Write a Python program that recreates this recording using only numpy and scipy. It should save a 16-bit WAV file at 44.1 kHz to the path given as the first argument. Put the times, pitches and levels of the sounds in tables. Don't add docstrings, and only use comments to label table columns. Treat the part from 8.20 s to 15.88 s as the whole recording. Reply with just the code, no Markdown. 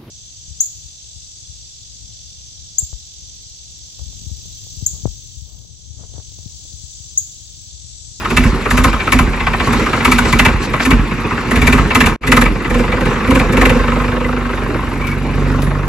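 import sys
import numpy as np
from scipy import signal
from scipy.fft import rfft, irfft
from scipy.io import wavfile
from scipy.ndimage import uniform_filter1d

SR = 44100
rng = np.random.default_rng(int(sys.argv[2]) if len(sys.argv) > 2 else 0)


def waveform_to_disk(signal):
    frames = np.transpose(np.atleast_2d(signal))
    scaled = np.clip(frames, -1, 1) * 32767
    samples = np.round(scaled).astype(np.int16)
    wavfile.write(sys.argv[1], SR, samples)


N = 338688

# (start [s], length [s], pipe thud [dB], silencer boom [dB],
# swell from start to end [dB], sizzle re knock, for a knock at 0 dB [dB])
FUEL_SURGES = [(.09, 0.16, -12.5, -16, 8.5, -18), (0.47, .19, -11, -16.5, -1, -17),
               (0.893, 0.11, -8, -13, -1.5, -18.5), (1.444, 0.15, -17.5, -19, -1, -19.5),
               (1.819, .19, -15, -16, -3, -18), (2.093, 0.2, -14, -18, 1, -19),
               (2.626, 0.095, -13, -11.5, 12, -18), (3.289, 0.29, -11, -14.5, 0.5, -20.5),
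               (3.733, 0.16, -11, -15, -11, -19.5), (4.046, 0.1918, -12, -14, -0.5, -19.5),
               (4.466, .14, -13.5, -15.5, -5, -23.5), (4.79, 0.12, -16.5, -21.5, -6, -26),
               (5.06, 0.15, -12, -14, -5.5, -23), (5.302, 0.25, -12, -13.5, -3.5, -22)]
# (time [s], knock level [dB], knock centre [Hz])
HARD_FIRINGS = [(.049, -14, 1470), (.104, -19, 1810), (.169, -6, 2120), (.238, -17, 1360),
                (.455, -15, 1390), (.507, -11.5, 1560), (.574, -10.5, 1540), (.64, -7, 1400),
                (.73, -14.5, 1370), (.8, -16.5, 1940), (.873, -12, 1400), (.923, -6.5, 1540),
                (.99, -8.5, 1420), (1.2, -16, 1800), (1.268, -10, 1300), (1.334, -13, 1370),
                (1.4, -13, 1520), (1.471, -14, 1330), (1.53, -16, 1430), (1.595, -18, 1590),
                (1.662, -13.5, 1240), (1.731, -11.5, 1240), (1.803, -17, 1750), (1.85, -6, 1510),
                (1.918, -6.5, 1800), (1.984, -8, 1750), (2.052, -15.5, 1330), (2.126, -9, 1650),
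                (2.191, -4.5, 1980), (2.252, -5, 1600), (2.536, -12, 1220), (2.599, -12.5, 1690),
                (2.653, -12.5, 1470), (2.708, -9.5, 1870), (2.91, -21, 1600), (3.107, -17, 1260),
                (3.175, -18, 1640), (3.311, -13.5, 1220), (3.359, -15, 1990), (3.418, -12.5, 1800),
                (3.471, -7, 1760), (3.527, -9, 1810), (3.58, -11.5, 1330), (3.706, -12, 1800),
                (3.751, -5.5, 1870), (3.806, -5.5, 2150), (3.861, -9, 1850), (4.032, -15, 1730),
                (4.072, -15, 2140), (4.12, -3.5, 1890), (4.168, -5.5, 1630), (4.214, -10, 1920),
                (4.256, -11.5, 1580), (4.448, -17.5, 1700), (4.501, -19.5, 1510), (4.543, -17, 1610),
                (4.59, -20.5, 1480), (4.635, -20, 1470), (4.721, -15, 1601), (4.856, -18, 1490),
                (5.077, -20, 1757), (5.108, -12, 1760), (5.152, -11.5, 1400), (5.195, -14, 1770),
                (5.326, -18.5, 1510), (5.371, -13, 1760), (5.414, -6.5, 1300), (5.455, -8, 1960),
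                (5.496, -11.5, 1640), (5.551, -21, 1350), (5.591, -16, 1340)]
# (time [s], firing rate [1/s])
FIRING_RATE = [(0, 15), (3.3, 15), (3.8, 17.5), (4.03, 22), (5.718, 24.6), (6.2, 24.4), (6.4, 23.6),
               (6.7, 23.8), (7.2, 23.9), (7.68, 24.3)]
# (time [s], knock [dB], pipe thud [dB], silencer boom [dB],
# whirr [dB], hiss [dB])
STEADY_LEVELS = [(0, -43, -25, -34, -21.5, -32.5), (.8, -37, -26, -30, -21, -31.5),
                 (1.25, -15, -19, -28.5, -20.5, -34), (1.75, -22, -29, -27, -18, -28.5),
                 (2.4, -33, -23.5, -31, -20.5, -34.5), (2.95, -36, -25, -30, -21, -35),
                 (3.65, -30, -22, -27, -18, -31), (4.33, -28, -23, -31.5, -21.5, -37),
                 (4.7, -19.5, -18.5, -25.5, -18.5, -34.5), (5.25, -22, -25, -24.5, -17, -34.5),
                 (5.7, -16.5, -16.5, -20.5, -17.5, -33), (6.1, -20.5, -20, -21.5, -21.5, -38.5),
                 (6.6, -22, -20, -27, -20, -37), (6.95, -32.5, -19, -26, -21.5, -39.5),
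                 (7.3, -23.5, -13.5, -20.5, -18.5, -35), (7.68, -22.5, -18.5, -31, -20.5, -41.5)]
# (frequency [Hz], width [Hz], level [dB])
BLOCK_MODES = [(619, 99, 5), (797, 80, -6.5), (1080, 120, 4), (1270, 92, 1), (1500, 166, -3.5),
               (1790, 176, -1.5), (2012, 68, 3), (2297, 120, 6.5), (2620, 110, 1.5), (3130, 340, -10),
               (3450, 300, 1)]
# (frequency [Hz], level [dB])
SIZZLE_COLOUR = [(2500, -32), (3500, -4), (5000, -9.5), (7500, -4), (9000, -17), (10800, -3.5),
                 (13000, -17.5), (16000, -25)]
# (frequency [Hz], width [Hz], relative level [dB])
PIPE_MODES = [(47.7, 7.8, 6), (71.7, 8.6, -4.5), (95, 11.6, -12.5), (182, 47, -10)]
# (frequency when cool [Hz], width of one pass [Hz], relative level [dB])
SILENCER_MODES = [(246, 21.3, 10.5), (335.5, 103, -12), (403.5, 75, -10.5)]
# (frequency [Hz], width of one pass [Hz], relative level [dB])
TURNING_MODES = [(145, 17, 0), (102.5, 48, -4.5), (495.2, 47, 1.5)]
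# (time [s], first two turning modes re thud [dB], third mode re boom [dB],
# shading of the engine by the drill [dB])
TURN_LEVELS = [(0, -13.5, -20, -1), (2.5, -9.5, -19, 0.5), (4.3, -9, -12.5, -2), (4.6, -7, -5, -3),
               (6.1, -7, -4.5, -2.5), (6.4, -6, -23, -3.5), (6.9, -2.5, -22, -1.5), (7.68, 0, -15, -7)]
# (frequency [Hz], relative density [dB per Hz])
WHIRR_COLOUR = [(30, -58), (55, -2.5), (110, -11), (220, -12), (380, -11), (520, -17.5), (620, -26),
                (760, -21.5), (1080, -17), (1600, -20.5), (2300, -21.5), (2800, -26), (3200, -39),
                (3750, -32), (4400, -45.5), (8000, -73)]
# (frequency [Hz], relative density [dB per Hz])
HISS_COLOUR = [(2500, 1.5), (4000, 0), (6000, -5), (8000, -5.5), (8900, -35), (9900, -12), (11000, -15.5),
               (12300, -21), (13200, -40), (16000, -38)]
# (time [s], ring level [dB], ring frequency [Hz], decay by 60 dB [s], scrape level [dB])
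DRILL_CLANKS = [(6.81, -26, 2290, 0.068, -52), (6.84, -28, 2340, .07, -48), (6.868, -25, 2246, 0.051, -33),
                (6.912, -25, 2280, 0.056, -47), (7.418, -35, 10800, 0.24, -29)]
# (time [s], peak level [dB], length [s])
PUDDLE_SPLASHES = [(0.09, -29, 0.067), (1.424, -25.5, 0.062), (2.047, -22.5, 0.094), (2.418, -21, 0.041),
                   (2.612, -19, 0.039)]
# (frequency [Hz], left-right likeness [0-1])
PORT_LIKENESS = [(60, 1), (130, 0.98), (290, 0.98), (640, 0.91), (1420, 0.76), (3130, 0.6), (5000, 0.71),
                 (8000, 0.69), (12000, 0.36)]
# (frequency [Hz], left minus right [dB])
PORT_LEAN = [(60, -2), (130, -2.0), (290, -2.0), (640, -1.0), (1420, 1), (3130, 2.5), (5000, 3.5),
             (8000, 0.5)]
# (frequency [Hz], left ahead of right [rad])
PORT_LEAD = [(0, 0.79), (1120, 0.2), (1980, -0.72), (2500, 0.42), (3270, -1.5), (5000, -0.82),
             (8000, -1.48), (12000, -1.2)]
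# (time [s], gain [ratio])
CUT_GAIN = [(0, 1), (3.9, 0.99), (3.961, 0.43), (3.963, 0.01), (4.008, 0.0014), (4.03, 0.43), (4.07, 1),
            (7.68, 0.84)]

SPAN = 8192
HZ = np.fft.rfftfreq(SPAN, 1 / SR)
STEP = 64
BAND_LIMIT_HZ = 15700
SETTLED_S = 5.718
FUEL_RISE_S, FUEL_FALL_S = 0.03098, 0.03
EARLY_S = 0.012
SOFT_HZ, SOFT_FALL_HZ_PER_S = 1590, 66
COAST_SIZZLE_DB = -30.5
SIZZLE_LAG = 0.28
BLOCK_LATE_S, BLOCK_LATE_HZ = 0.005004, 1490
THUD_LATE_S, THUD_LINGER_S, BOOM_LINGER_S = 0.023, 0.047, 0.004
WHIRR_LIFT_DB, HISS_LIFT_DB, LIFT_LATE_S = 2.5, 3.5, 0.049
SHAKE_DB = 4.5


def firings():
    hard_s = np.transpose(HARD_FIRINGS)[0]
    crank_s = np.r_[hard_s + EARLY_S * fuel(hard_s), SETTLED_S]
    gaps = np.diff(crank_s)
    expected = gaps * np.interp(crank_s[1:], *np.transpose(FIRING_RATE))
    counts = np.maximum(np.round(expected), 1).astype(int)
    between = np.concatenate([start + gap * np.arange(1, count) / count
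                              for start, gap, count in zip(crank_s, gaps, counts)])
    turns = np.cumsum(curve(FIRING_RATE) * (np.arange(N) >= SETTLED_S * SR)) / SR
    settled = np.flatnonzero(np.diff(np.ceil(turns))) / SR
    first = crank_s[0] - 1 / FIRING_RATE[0][1]
    soft_s = np.r_[first, between - EARLY_S * fuel(between), settled]

    at, steady_knock_db, steady_thud_db, steady_boom_db = np.transpose(STEADY_LEVELS)[:4]
    soft_db = np.interp(soft_s, at, steady_knock_db)
    soft = np.transpose([soft_s, soft_db, SOFT_HZ - SOFT_FALL_HZ_PER_S * soft_s])
    soft = soft + rng.standard_normal((len(soft_s), 3)) * [0.0006, 0.9, 90]
    rows = np.vstack([HARD_FIRINGS, soft])
    s, knock_db, centre_hz = rows[np.argsort(rows[:, 0])].T

    share, run = opening(s)
    surge_thud_db, surge_boom_db, swell_db, sizzle_db = np.transpose(FUEL_SURGES)[2:, :, None]
    fuelled_db = sizzle_db - SIZZLE_LAG * knock_db
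    treble_db = COAST_SIZZLE_DB + (share * (fuelled_db - COAST_SIZZLE_DB)).sum(0)

    def exhaust_level(steady_db, surge_db, late, linger):
        lean_db = np.interp(s, at, steady_db)
        swollen_db = surge_db + swell_db * (run - 0.5)
        return lean_db + (opening(s - late, linger)[0] * (swollen_db - lean_db)).max(0)

    thud_db = exhaust_level(steady_thud_db, surge_thud_db, THUD_LATE_S, THUD_LINGER_S)
    boom_db = exhaust_level(steady_boom_db, surge_boom_db, 0, BOOM_LINGER_S)
    uneven_db = rng.standard_normal((len(s), 3)) * [1.6, 0.9, 1.2]
    return s, knock_db, centre_hz, *(np.array([treble_db, thud_db, boom_db]) + uneven_db.T)


def opening(t, linger_s=0):
    start, length = np.transpose(FUEL_SURGES)[:2, :, None]
    rise = (t - start) / FUEL_RISE_S + 0.5
    fall = (start + length + linger_s - t) / FUEL_FALL_S + 0.5
    return np.clip(np.minimum(rise, fall), 0, 1), np.clip((t - start) / length, 0, 1)


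def fuel(t):
    return opening(t)[0].max(0)


def knocks(s, knock_db, centre_hz, treble_db):
    count = len(s)
    blow = ports(*bursts(count, 0.0028, 0.014, 0.026, -6.5, 2.46), HZ) * block(centre_hz, 3.8)
    slap = ports(*bursts(count, 0.0025, 0.008, 0.02, -10, 3.5), HZ) * block(0.8 * centre_hz, 4.0)
    slap_late = rng.uniform(0.3, 0.52, count) * np.gradient(s)
    slap_weaker_db = 9.4 + 6.7 * rng.exponential(size=count)
    sizzle = ports(*bursts(count, 0.008, 0.013, 0.024, -8, 1.1), HZ) * amp(read(SIZZLE_COLOUR, HZ))
    return (place(s - 0.0045, blow, knock_db, 0.016)
            + place(s + slap_late, slap, knock_db - slap_weaker_db, 0.021)
            + place(s - 0.007, sizzle, knock_db + treble_db, 0.034))


def block(centre_hz, spread_db):
    hz, width, db = np.transpose(BLOCK_MODES)
    uneven_db = spread_db * rng.standard_normal((len(centre_hz), len(hz)))
    off_centre_db = 15.4 * np.log2(hz / centre_hz[:, None]) ** 2
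    share = amp(db + uneven_db - off_centre_db)
    modes = np.array([ring(f, w) for f, w in zip(hz, width)])
    delay_s = BLOCK_LATE_S / (1 + (HZ / BLOCK_LATE_HZ) ** 4)
    late = np.exp(-2j * np.pi * np.cumsum(delay_s) * SR / SPAN)
    return share @ modes * late / (1 + 1j * HZ / 5200) ** 6


def exhaust(s, thud_db, boom_db):
    t = np.arange(N) / SR
    coarse = t[::STEP]
    turns = np.interp(t, np.r_[s, s[-1] + 1], np.r_[np.arange(len(s)), len(s) + 23])
    rate = smooth_twice(np.gradient(turns), 4400)
    turns = np.cumsum(rate) + 0.0547
    order = np.arange(1, 27)[:, None]
    hz = order * rate[::STEP] * SR
    thud_db = np.interp(coarse, s + 0.024, thud_db)
    boom_db = np.interp(coarse, s + 0.024, boom_db)

    gas_heat = 0.0038 * (smooth_twice(boom_db, 60) + 11.0)
    pipe_heat = 0.0068 * (coarse - 4) + 0.029 * np.maximum(coarse - 6.2, 0)
    heat = 1 + gas_heat + pipe_heat
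    pipe = sum(amp(db) * ring(f, w, hz) for f, w, db in PIPE_MODES) / (1 + 1j * hz / 150)
    silencer = sum(amp(db) * ring(f * heat, w, hz) ** 2 for f, w, db in SILENCER_MODES) / (1 + 1j * hz / 900)
    pipe, silencer = (r / np.sqrt((abs(r) ** 2).sum(0) / 2) for r in (pipe, silencer))

    *backs, side = (amp(db) * ring(f, w, hz) ** 2 for f, w, db in TURNING_MODES)
    back = amp(curve(TURN_LEVELS)[::STEP]) * sum(backs)
    side = amp(curve(TURN_LEVELS, column=2)[::STEP]) * side
    lines = -amp(thud_db) * (pipe + back) - amp(boom_db) * (silencer + side)
    waver = uniform_filter1d(rng.standard_normal((2,) + hz.shape), size=36, axis=2) * 6
    lines = lines * (1 + (0.07 + 0.009 * order) * (waver[0] + 1j * waver[1]))
    sound = sum((np.interp(t, coarse, line) * np.exp(2j * np.pi * k * turns)).real
                for k, line in zip(order, lines))
    spectrum = rfft(sound)
    return irfft(ports(spectrum, 2.1j * spectrum, np.fft.rfftfreq(N, 1 / SR)), N)


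def valves(s):
    at = s[:-1] + 0.41 * np.minimum(np.diff(s), 0.08)
    colour = amp(read(SIZZLE_COLOUR, HZ)) * ring(11200, 3200) ** 2
    tick = ports(*bursts(len(at), 0.0021, 0.0052, 0.022, -2), HZ) * colour
    shade_db = 0.55 * curve(TURN_LEVELS, column=3)[(abs(at) * SR).astype(int)]
    return place(at, tick, -47 + shade_db + 2.4 * rng.standard_normal(len(at)), 0.021)


def whirr(s):
    t = np.arange(N) / SR
    cycle = np.interp(t - 0.004, s, np.arange(len(s))) % 1
    shake_db = uniform_filter1d(SHAKE_DB * (0.5 - cycle), size=250)
    load = fuel(t - LIFT_LATE_S)
    gears_db = curve(STEADY_LEVELS, column=4) + WHIRR_LIFT_DB * load + shake_db
    hiss_db = curve(STEADY_LEVELS, column=5) + HISS_LIFT_DB * load
    gears = patchy(WHIRR_COLOUR, gears_db, 2.53, 1.43, curve(TURN_LEVELS, column=3))
    return gears + patchy(HISS_COLOUR, hiss_db, 2.5, 1.0)


def drill():
    s, db, hz, t60, scrape_db = np.transpose(DRILL_CLANKS)
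    blow = ports(*bursts(len(s), 0.0013, 0.0089, 0.033, -1), HZ)
    width = np.log(1000) / np.pi / t60[:, None]
    rings = blow * ring(hz[:, None], width)
    return place(s, rings, db, 0.035) + place(s, blow * ring(2200, 4600), scrape_db, 0.023)


def splashes():
    t = np.arange(N) / SR
    swell = sum(amp(db) * np.exp(-((t - s - length / 2) / length * 2) ** 2) for s, db, length in PUDDLE_SPLASHES)
    return swell * patchy(HISS_COLOUR, 0, 2.6, 2.2)


def patchy(colour, level_db, patchy_db, flicker_db, shade_db=0.):
    frames, hz = N // 256 + 5, np.fft.rfftfreq(1024, 1 / SR)[:, None]
    a, b, c, d, patches = rng.standard_normal((frames, 513, 5)).T
    patches = uniform_filter1d(uniform_filter1d(patches, size=8, axis=0), size=8, axis=1) * 8
    shade_db = np.interp(np.arange(frames) * 256, np.arange(N), shade_db * np.ones(N))
    shade_db = shade_db / (1 + (1200 / (hz + 1)) ** 4)
    flicker = flicker_db * rng.standard_normal(frames)
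    gain = amp(read(colour, hz) + patchy_db * patches + flicker + shade_db)
    spectra = ports(a + 1j * b, c + 1j * d, hz) * gain
    x = signal.istft(spectra, nperseg=1024, noverlap=768)[1][:, :N]
    return x / x.std() * amp(level_db)


def bursts(count, rise, fall, tail, tail_db, grain_db=0.):
    t = np.arange(SPAN) / SR
    body = np.exp(-(t / fall) ** 2) + amp(tail_db) * np.exp(-t / tail)
    shape = (1 - np.exp(-t / rise)) ** 2 * body
    grains = amp(grain_db * np.repeat(rng.standard_normal((count, 1, SPAN // 128)), 128, axis=2))
    noise = rng.standard_normal((count, 2, SPAN)) * shape * grains
    return rfft(noise[:, 0]), rfft(noise[:, 1])


def ring(hz, width, at=HZ):
    return 1j * at * width / (hz ** 2 - at ** 2 + 1j * at * width)


def place(times, spectra, db, heard):
    sounds, out = irfft(spectra), np.zeros((2, N + SPAN))
    for s, sound, level in zip(times, sounds.swapaxes(0, 1), amp(db)):
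        energy = np.sum(sound ** 2) / 2
        at = min(max(round(s * SR), 0), N)
        out[:, at:at + SPAN] += sound * level * np.sqrt(heard * SR / energy)
    return out[:, :N]


def ports(first, second, hz):
    same = np.clip(read(PORT_LIKENESS, hz), 0, 1)
    lean = amp(read(PORT_LEAN, hz) / 2) * np.exp(0.5j * read(PORT_LEAD, hz))
    right = same * first + np.sqrt(1 - same ** 2) * second
    return np.array([lean * first, right / lean])


def amp(db):
    return 10 ** (np.asarray(db) / 20)


def read(points, hz):
    f, value = np.transpose(points)
    return np.interp(np.log(hz + 1), np.log(f + 1), value)


def curve(points, column=1):
    rows = np.array(points)
    return np.interp(np.arange(N) / SR, rows[:, 0], rows[:, column])


def smooth_twice(values, size):
    once = uniform_filter1d(values, size, mode="nearest")
    return uniform_filter1d(once, size, mode="nearest")


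def scene():
    s, knock_db, centre_hz, treble_db, thud_db, boom_db = firings()
    engine = knocks(s, knock_db, centre_hz, treble_db) + exhaust(s, thud_db, boom_db) + valves(s) + whirr(s)
    return engine + drill() + splashes()


def record(dry):
    heard = signal.sosfilt(signal.butter(5, 39 / SR * 2, "high", output="sos"), dry)
    clipped = np.clip(heard, -1, 1) * curve(CUT_GAIN)
    band = signal.firwin(511, BAND_LIMIT_HZ, window=("kaiser", 9), fs=SR)
    return signal.oaconvolve(clipped, band[None], "same")


dry = scene()
out = record(dry)
waveform_to_disk(out)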